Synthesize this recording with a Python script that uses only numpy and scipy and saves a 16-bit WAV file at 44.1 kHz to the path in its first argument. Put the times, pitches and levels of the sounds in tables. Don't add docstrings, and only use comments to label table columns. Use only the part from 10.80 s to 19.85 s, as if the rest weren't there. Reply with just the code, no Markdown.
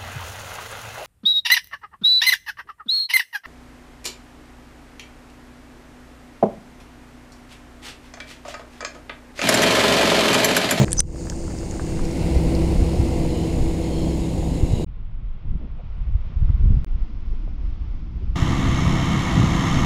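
import sys
import numpy as np
from scipy import signal
from scipy.fft import rfft, irfft, next_fast_len
from scipy.io import wavfile
from scipy.ndimage import uniform_filter1d, map_coordinates

SR = 44100
rng = np.random.default_rng(int(sys.argv[2]) if len(sys.argv) > 2 else 0)


def inscribe(sig):
    pcm = np.round(np.clip(np.atleast_2d(sig).T, -1, 1) * 32767)
    wavfile.write(sys.argv[1], SR, pcm.astype(np.int16))


N = 399105
TIME = np.arange(N) / SR

BESIDE, LEAVING, GRASS = (0, .0465), (.052, 4.046), (4.065, 6.046)
SOIL, COMING = (6.065, 7.553), (7.553, 9.1)

# time in seconds, cycles per second. One cycle is two turns of the crank.
ENGINE_SPEED = [(0, 16.6), (1.2, 16.5), (2.3, 16.48), (2.9, 16.36), (4.05, 16.36), (7.5, 16.78),
                (9.05, 16.78)]
# pitch as a multiple of the engine speed, relative level in dB.
BESIDE_TONES = [(8, 0), (12, -4.5), (20, -12), (26, -12.5)]
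BOOM_TONES = [(4, 1), (6, -14), (8, -7.5)]
REAR_LOW_TONES = [(10, 1.5), (12, -7.5), (14, -14.5), (16, -12.5), (18, -14)]
REAR_HIGH_TONES = [(20, -0.5), (24, -15.5), (30, -8)]
FAR_TONES = [(10, 6), (20, -10.5), (30, -23)]
FRONT_TONES = [(6, -8), (8, 0.5), (10, 0), (12, -5.5), (14, -11.5), (16, -3), (20, -11), (30, -19),
               (40, -17)]

# frequency in Hz, relative level there in dB.
BESIDE_COLOUR = [(47, -23), (80, -9), (188, -4), (304, -16.5), (587, -11), (1440, -32), (2180, -26.5),
                 (3170, -33.5), (4120, -30), (5240, -39.5), (7120, -30), (7610, -37), (15000, -58)]
REAR_ROAR_COLOUR = [(50, -13.5), (90, 3), (130, -3.5), (170, -1), (205, -3.5), (270, -2.5), (330, -1),
                    (410, -9), (500, -8.5), (600, -13), (720, -14.5), (950, -19.5), (1200, -31),
                    (1700, -52)]
NEAR_DISC_COLOUR = [(760, -39.5), (1300, -3), (1700, -6), (2090, 1), (3110, -4.5), (3410, -7), (4280, -2.5),
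                    (5700, -7.5), (6300, -10), (6680, -6), (7900, -8.5), (8670, -7.5), (10300, -12.5),
                    (11500, -21.5), (12700, -19.5), (15500, -35.5)]
FAR_DISC_COLOUR = [(760, -41), (1300, -10), (1700, -4.5), (2090, -2), (2950, -3), (3410, -4), (4200, -2.5),
                   (5700, -9), (6300, -9), (6650, 1), (7300, -3), (7900, -6.5), (8670, -7.5), (10300, -11),
                   (11500, -18), (12700, -19), (15500, -34.5)]
GRASS_COLOUR = [(2060, -46), (3500, -51), (4440, 1), (4890, 1), (5800, -2.5), (6920, 7), (7630, -0.5),
                (8570, 2), (11600, -31), (12800, -32), (15000, -29.5)]
SOIL_COLOUR = [(400, -20.5), (1000, 2), (1700, 3), (3000, -18), (7000, -29.5)]
RUMBLE_COLOUR = [(9, -26.5), (16, 7), (30, 0.5), (52, 1.5), (80, -6), (115, -14), (170, -26), (290, -59),
                 (480, -120)]
EDDY_COLOUR = [(40, -28.5), (90, -2.5), (150, -4.5), (210, -12.5), (290, -23.5), (400, -31.5), (600, -42),
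               (1500, -89.5)]
AIR_COLOUR = [(180, -37), (300, -8.5), (420, -10), (520, -11.5), (1050, -11.5), (1400, -14), (1650, -20),
              (2100, -17.5), (3400, -21.5), (4100, -26.5), (5200, -26.5), (7000, -41), (10000, -88)]
FAR_ROAR_COLOUR = [(100, -27), (200, 4), (310, 1.5), (450, -18.5), (900, -61.5)]
FRONT_ROAR_COLOUR = [(29, -35), (50, -1), (172, -5), (226, -6.5), (269, -12.5), (296, -11.5), (339, -9),
                     (396, -23), (600, -26), (780, -50), (1320, -120)]
KNOCK_COLOUR = [(260, -17.5), (450, -5), (500, -9), (572, -11.5), (655, -3.5), (716, -2), (864, -2),
                (974, 0), (1220, 0.5), (1540, -11.5), (1840, -4.5), (2140, -4.5), (2260, -10.5),
                (2450, -45), (2700, -8.5), (3510, -27), (5940, -120)]
INJECTOR_COLOUR = [(1410, -36), (2400, -2), (2500, -4.5), (3060, 1), (3690, 0), (4770, -9.5), (5320, -9.5),
                   (5840, -8.5), (6520, -6), (7330, -8.5), (8300, -20.5), (9260, -17), (11400, -25),
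                   (12800, -23.5), (15500, -47)]

# time in seconds, level in dB.
BOOM_LEVELS = [(0.1, -31.5), (.9, -36), (1.25, -30), (1.65, -22), (2.35, -23.5), (2.6, -30), (3.3, -27.5),
               (4.05, -29)]
AIR_LEVELS = [(4.07, -59.5), (4.9, -56.5), (5.9, -51.5), (6.1, -55), (7.55, -55.5)]
# time in seconds, low tones in dB, high tones in dB.
DRONE_LEVELS = [(.4, -39, -37), (.85, -43, -42), (1.1, -32.5, -35.5), (1.6, -26.5, -28.5),
                (2.1, -28, -29.5), (2.5, -29, -33), (3.05, -30.5, -30.5), (3.35, -27.5, -33),
                (3.75, -30, -35)]

# pitch in Hz, width of the band in Hz, relative level in dB.
DISC_NOTES = [(2130, 130, -12.5), (2740, 160, -12.5), (5150, 170, -18)]
VANE_NOTES = [(3180, 120, -1), (4300, 170, -1), (5320, 110, -7.5)]
PANEL_NOTES = [(1006, 36, -15), (1211, 65, -11), (1903, 30, -17.5), (2205, 50, -13), (3106, 70, -19.5),
               (5430, 190, -20.5), (6380, 120, -21.5)]
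# pitch in Hz, relative level in dB, seconds to fade by 60 dB.
HOUSING_NOTES = [(4815, -14.5, .05), (5160, -5.5, 0.05), (5316, -6.5, 0.061), (6000, 0, 0.043),
                 (6080, -0.5, 0.065), (6120, -1.5, 0.055), (6725, -10.5, 0.0327), (8400, -14, 0.05),
                 (10600, -19, 0.05)]
SHELL_NOTES = [(1700, -0.5, .02), (3000, -9, 0.0074), (4400, -0.5, .012), (5600, 2.5, .009)]

# time in seconds, level in dB.
CUT_CLICKS = [(0.043, -20), (6.046, -23.5)]
# middle in seconds, length in seconds, rumble in dB, swirls in dB.
WIND_GUSTS = [(1.25, 0.14, -20, -41), (1.71, 0.31, -24, -50), (2.31, 0.2, -27, -44), (2.81, 0.1, -20, -32),
              (3.803, 0.54, -24.5, -45), (4.31, 0.15, -31, -47), (4.69, 0.13, -32.5, -34.5),
              (5.278, 0.2, -20.5, -49), (5.68, 0.25, -22, -34.5), (5.906, 0.17, -18.5, -25),
              (6.19, 0.15, -28, -43.5), (6.848, 0.97, -27, -60), (7.451, 0.39, -25.5, -41.5),
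              (7.955, 0.26, -23.5, -27), (8.63, 0.13, -34, -20.5)]
# middle in seconds, level in dB, pitch in Hz.
WIND_SLAPS = [(1.567, -7, 61), (1.665, -13, 38), (1.986, -7.5, 36), (2.025, -4.5, 75), (2.201, -4.5, 88.3),
              (2.82, -14.5, 95), (3.835, -4, 81), (3.937, -5.5, 81.6), (4.712, -15.5, 48),
              (5.325, -18, 24.9), (5.356, -6, 52), (5.572, -11, 50), (5.627, -8, 70.5), (5.652, -9.5, 36),
              (5.703, -5, 80), (5.748, -6, 44), (5.803, -8, 32), (5.86, -5, 101), (5.884, -8.5, 40),
              (5.909, -3.5, 80), (5.948, -9.5, 34), (5.971, -7, 100), (6.117, -12.5, 26), (6.155, -13, 44),
              (6.224, -11.5, 32), (7.022, -16.5, 44), (7.501, -10.5, 42), (7.627, -6, 80), (8.071, -9, 80),
              (8.971, -7.5, 85)]
# start in seconds, peak level in dB, pitch in Hz.
GRASS_TAPS = [(0.081, -21, 1680), (0.19, -26.5, 1050), (0.471, -29.5, 1510), (0.6783, -33, 1200),
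              (0.996, -22, 1330), (1.1932, -26, 1290), (2.271, -28, 890), (2.4499, -21.5, 730),
              (5.692, -36, 1100), (6.6767, -35, 598)]
# start in seconds, level in dB, brightest frequency in Hz,
# amount of ring mixed with the crack.
CAMERA_TICKS = [(0.109, -23, 7900, .05), (0.1193, -12.5, 8200, 0.12), (0.1302, -2.5, 9100, 0.02),
                (.169, -23.5, 7000, .05), (.172, -25, 6100, 2), (0.1807, -14, 5930, 3),
                (0.1912, -7, 6000, 2), (0.1983, -16.5, 5990, 3), (.2042, -1.7, 8104, 0.1),
                (.499, -16.5, 6220, 0.012), (.787, -29, 5600, 0.02), (.911, -24, 7300, 0.02),
                (1.253, -27, 5970, 0.03), (1.312, -27.5, 5770, 0), (1.751, -23, 5000, 0.04)]
# start in seconds, level in dB.
SHELL_KNOCKS = [(.1303, -16), (.4992, -28)]
# middle in seconds, length in seconds, level in dB,
# pitch as a multiple of the vanes' own notes.
VANE_SCRAPES = [(2.595, 0.18, -46.5, 0.95), (3.049, 0.06, -46.5, 0.99), (3.2, 0.12, -44, 1),
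                (3.31, .08, -47, 1), (3.43, 0.063, -51, .87), (3.75, .12, -52, 0.94),
                (3.99, 0.13, -47, 0.9)]
# middle in seconds, length in seconds, level in dB, pitch in Hz.
CAMERA_BUMPS = [(4.673, 0.034, -31, 124.3), (4.752, .04, -30, 140), (4.82, 0.044, -42, 260),
                (4.843, 0.034, -41.5, 249.7), (4.844, .05, -54, 518), (5.0, .022, -46.5, 620),
                (6.537, 0.032, -48, 338), (6.82, 0.036, -53, 431), (7.427, .03, -44, 330)]


def amp(db):
    return 10 ** (np.asarray(db) / 20)


def unit(x):
    return x / np.sqrt(np.mean(x ** 2) + 1e-20)


def curves(rows):
    times, *columns = np.transpose(rows)
    return [np.interp(TIME, times, column) for column in columns]


def ramp(start, length):
    return np.clip((TIME - start) / length, 0, 1)


def swells(middles, lengths, levels_db, floor_db=-120):
    power = sum(amp(db) ** 2 * np.exp(-(2 * (TIME - middle) / length) ** 2)
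                for middle, length, db in zip(middles, lengths, levels_db))
    return np.sqrt(power + amp(floor_db) ** 2)


def during(span):
    inside = 1.0 * ((TIME >= span[0]) & (TIME < span[1]))
    return uniform_filter1d(uniform_filter1d(inside, size=110), size=70)


def wobble(rate):
    return map_coordinates(rng.standard_normal(int(N * rate / SR) + 4), [TIME * rate])


def noise():
    return rng.standard_normal(N)


def grains(rate, spread_db):
    hits = rng.random(N) < rate / SR
    return unit(hits * np.sign(noise()) * amp(spread_db * np.clip(noise(), -2, 2)))


def filtered(x, response):
    size = next_fast_len(N + 8192)
    return irfft(rfft(x, size) * response(np.fft.rfftfreq(size, 1 / SR)), size)[:N]


def coloured(x, colour):
    points_hz, db = np.transpose(colour)
    return unit(filtered(x, lambda hz: amp(np.interp(np.log(hz + 1), np.log(points_hz + 1), db))))


def resonant(x, hz, width):
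    return unit(filtered(x, lambda f: 1 / (1 + 1j * (f - hz) / width) ** 2))


def add(track, start, sound):
    part = track[max(round(start * SR), 0):][:len(sound)]
    part += sound[:len(part)]


def firings(cycle, sharpness, uneven_db, scatter_db, cylinders=4):
    stroke = cycle * cylinders
    index = stroke.astype(int)
    scatter = rng.standard_normal(index[-1] + 1)[index]
    size_db = uneven_db * (index % cylinders == 0) + scatter_db * scatter
    return unit(amp(size_db) * np.exp(-sharpness * (stroke % 1)))


def drone(cycle, tones, waver_db, smear):
    return unit(sum(amp(db + waver_db * wobble(3))
                    * np.sin(2 * np.pi * (multiple * cycle + rng.random()) + smear * wobble(5))
                    for multiple, db in tones))


def tractor_beside(cycle):
    pulses = firings(cycle, sharpness=0.706, uneven_db=-0.5, scatter_db=0.5)
    body = coloured(noise() * pulses, BESIDE_COLOUR)
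    return amp(-18.5) * body + amp(-13.5) * drone(cycle, BESIDE_TONES, waver_db=0, smear=0)


def cut_clicks():
    out, t = np.zeros(N), np.arange(SR // 50) / SR
    for end, db in CUT_CLICKS:
        add(out, end - t[-1], amp(db) * np.exp(-t[::-1] / 0.0026))
    return out


def combustion(cycle, repeat, size=2600):
    same = map_coordinates(rng.standard_normal(size), [cycle % 1 * size], mode="grid-wrap")
    return np.sqrt(repeat) * unit(same) + np.sqrt(1 - repeat) * noise()


def receding(shade_db, open_s):
    closest_m, closest_s, metres_per_s = 5.3, 0.11, 2.2
    distance = np.hypot(closest_m, metres_per_s * (TIME - closest_s))
    hidden = 1 - ramp(0.23, open_s) ** 2
    return amp(-shade_db * hidden) * closest_m / distance


def dip_db(start_s=.2066, fall_s=.004, recovery_s=0.19, depth_db=19):
    return -depth_db * (ramp(start_s, fall_s) - ramp(start_s + fall_s, recovery_s))


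def tractor_leaving(cycle):
    boom = amp(curves(BOOM_LEVELS)[0]) * drone(cycle, BOOM_TONES, waver_db=-0.04, smear=0.077)
    hum = sum(amp(db) * drone(cycle, tones, waver_db=1, smear=.09)
              for db, tones in zip(curves(DRONE_LEVELS), (REAR_LOW_TONES, REAR_HIGH_TONES)))
    burning = combustion(cycle, repeat=0.033)
    puffs = burning * firings(cycle, sharpness=0.41, uneven_db=-0.5, scatter_db=0.9)
    roar = amp(-22) * receding(shade_db=11.5, open_s=1.395) * coloured(puffs, REAR_ROAR_COLOUR)
    return boom + amp(0.74 * dip_db()) * (hum + roar)


def spreader(cycle):
    throws = 1 + 0.045 * np.sin(4 * np.pi * cycle)
    rattle = grains(rate=9000, spread_db=2) * throws
    far = ramp(start=1.73, length=1.6)
    hiss = (1 - far) * coloured(rattle, NEAR_DISC_COLOUR) + far * coloured(rattle, FAR_DISC_COLOUR)
    rings = sum(amp(db + 1.7 * wobble(7)) * resonant(noise() * throws, hz, width)
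                for hz, width, db in DISC_NOTES)
    return amp(-40 + dip_db()) * receding(shade_db=13, open_s=1.2) * (hiss + rings)


def shower(fade_from_s=1.105, fade_db_per_s=28):
    level = amp(-46.5 - fade_db_per_s * np.maximum(TIME - fade_from_s, 0) + dip_db())
    blades = coloured(grains(rate=2800, spread_db=2), GRASS_COLOUR)
    landings = abs(grains(rate=110, spread_db=0.5))
    thuds = signal.lfilter([1], [1, -np.exp(-1 / (0.0025 * SR))], landings)
    soil = coloured(thuds * noise(), SOIL_COLOUR)
    return level * (blades + amp(-6) * soil)


def wind(breeze_top_hz=61):
    flutter = amp(2.5 * wobble(14))
    middles, lengths, rumble_db, _ = np.transpose(WIND_GUSTS)
    rumble = coloured(noise() * flutter, RUMBLE_COLOUR)
    breeze = coloured(noise() * flutter, RUMBLE_COLOUR)
    breeze = unit(filtered(breeze, lambda hz: 1 / (1 + (hz / breeze_top_hz) ** 2)))
    out = swells(middles, lengths, rumble_db) * rumble + amp(-29) * breeze
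    t = np.arange(-SR // 20, SR // 20) / SR
    for middle, db, hz in WIND_SLAPS:
        core = (np.pi * hz * t) ** 2
        add(out, middle + t[0], amp(db) * (2 * core - 1) * np.exp(-core))
    return .6 * np.tanh(out / .6)


def eddies(shelter_db=8.5):
    middles, lengths, _, eddy_db = np.transpose(WIND_GUSTS)
    steady_db = -42 - shelter_db * during(SOIL)
    swirls = coloured(noise() * amp(4.2 * wobble(25)), EDDY_COLOUR)
    return swells(middles, lengths, eddy_db, steady_db) * swirls


def grass_taps():
    out, t = np.zeros(N), np.arange(SR // 15) / SR
    for start, db, hz in GRASS_TAPS:
        band = signal.butter(3, [hz * 0.53, hz * 1.25], "band", fs=SR)
        rustle = 0.027 * rng.standard_normal(len(t)) * amp(-60 * t / 0.0875)
        tap = signal.lfilter(*band, (t == 0) + rustle)
        add(out, start, amp(db) * tap / abs(tap).max())
    return out


def camera_ticks():
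    out, t = np.zeros(N), np.arange(SR // 10) / SR
    wide = signal.butter(4, [1300, 10500], "band", fs=SR)
    fade = amp(-60 * t / 0.0035) + 0.18 * amp(-60 * t / 0.025)
    for start, db, bright_hz, ring in CAMERA_TICKS:
        band = signal.butter(2, [bright_hz * 0.84, bright_hz * 1.16], "band", fs=SR)
        contact = signal.lfilter(*wide, rng.standard_normal(len(t)) * fade)
        crack = signal.lfilter(*band, contact) + 0.2 * contact
        notes = sum(amp(level - 60 * t / fade_s - 12 * abs(np.log2(hz / bright_hz)))
                    * np.sin(2 * np.pi * (hz * t + rng.random())) for hz, level, fade_s in HOUSING_NOTES)
        tick = crack / abs(crack).max() + ring * notes * (1 - np.exp(-t / 0.0009))
        add(out, start, amp(db) * tick / abs(tick).max())
    return out * amp(dip_db())


def shell_knocks():
    out, t = np.zeros(N), np.arange(SR // 20) / SR
    for start, db in SHELL_KNOCKS:
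        knock = sum(amp(level - 60 * t / fade_s) * np.sin(2 * np.pi * (hz * t + rng.random()))
                    for hz, level, fade_s in SHELL_NOTES)
        add(out, start, amp(db) * knock / abs(knock).max())
    return out * amp(dip_db())


def vane_squeal(flicker_db=1.8, pitch_waver=.006):
    middles, lengths, db, pitch = np.transpose(VANE_SCRAPES)
    metal = sum(amp(level + flicker_db * wobble(24)) * resonant(noise(), hz, width)
                for hz, width, level in VANE_NOTES)
    speed = np.interp(TIME, middles, pitch) * (1 + pitch_waver * wobble(22))
    sliding = map_coordinates(metal, [np.cumsum(speed)], mode="mirror")
    return swells(middles, lengths, db) * unit(sliding)


def pasture_air(treble_hz=4000, dull_db=10, open_s=2.4):
    air = amp(curves(AIR_LEVELS)[0] + 0.56 * wobble(12)) * coloured(noise(), AIR_COLOUR)
    body = filtered(air, lambda hz: 1 / (1 + (hz / treble_hz) ** 10))
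    treble = (air - body) * amp(-dull_db * (1 - ramp(GRASS[0], open_s)))
    return body + treble


def camera_bumps():
    return sum(swells([middle], [length], [db]) * resonant(noise(), hz, 0.302 * hz)
               for middle, length, db, hz in CAMERA_BUMPS)


def tractor_far(cycle, growth_db_per_s=7.5):
    hum_db = -56 + growth_db_per_s * (TIME - SOIL[0])
    hum = amp(hum_db) * drone(cycle, FAR_TONES, waver_db=1.5, smear=0.2)
    return hum + amp(-48) * coloured(noise(), FAR_ROAR_COLOUR)


def tractor_coming(cycle):
    elapsed = np.maximum(TIME - COMING[0], 0)
    exhaust_db = -21.5 + 1.5 * elapsed + 1.3 * wobble(16)
    knock_db, clatter_db = -32 + 2 * elapsed, -38.5 + 2 * elapsed
    growl = amp(-3.5) * drone(cycle, FRONT_TONES, waver_db=2.2, smear=.85)
    breaths = firings(cycle, sharpness=0.6, uneven_db=1, scatter_db=.5)
    puffs = amp(-3) * coloured(noise() * breaths, FRONT_ROAR_COLOUR)
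    blows = firings(cycle, sharpness=0.21, uneven_db=-0.2, scatter_db=0.3)
    knock = coloured(combustion(cycle, repeat=.15) * blows, KNOCK_COLOUR)
    clicks = firings(cycle, sharpness=.8, uneven_db=0, scatter_db=0.35)
    clatter = amp(clatter_db) * coloured(combustion(cycle, repeat=0.3) * clicks, INJECTOR_COLOUR)
    panels = sum(amp(db + 2.78 * wobble(9)) * resonant(noise() * blows, hz, width)
                 for hz, width, db in PANEL_NOTES)
    engine = amp(exhaust_db) * (growl + puffs) + amp(knock_db) * (knock + panels) + clatter
    return engine * ramp(COMING[0], 0.008)


def scene():
    speed = curves(ENGINE_SPEED)[0] * (1 + .0015 * wobble(3))
    cycle = np.cumsum(speed) / SR
    leaving = tractor_leaving(cycle) + spreader(cycle) + vane_squeal()
    granules = shower() + camera_ticks() + shell_knocks()
    tractor = tractor_beside(cycle) * during(BESIDE) + (leaving + granules) * during(LEAVING)
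    tractor += tractor_far(cycle) * during(SOIL) + tractor_coming(cycle) * during(COMING)
    air = pasture_air() * (during(GRASS) + during(SOIL))
    nearby = wind() + eddies() + grass_taps() + camera_bumps()
    nearby *= sum(during(span) for span in (LEAVING, GRASS, SOIL, COMING))
    return (tractor + air + nearby + cut_clicks())[None]


def record(dry):
    top_hz = 15700
    return filtered(dry[0], lambda hz: hz < top_hz)[None]


dry = scene()
out = record(dry)
inscribe(out)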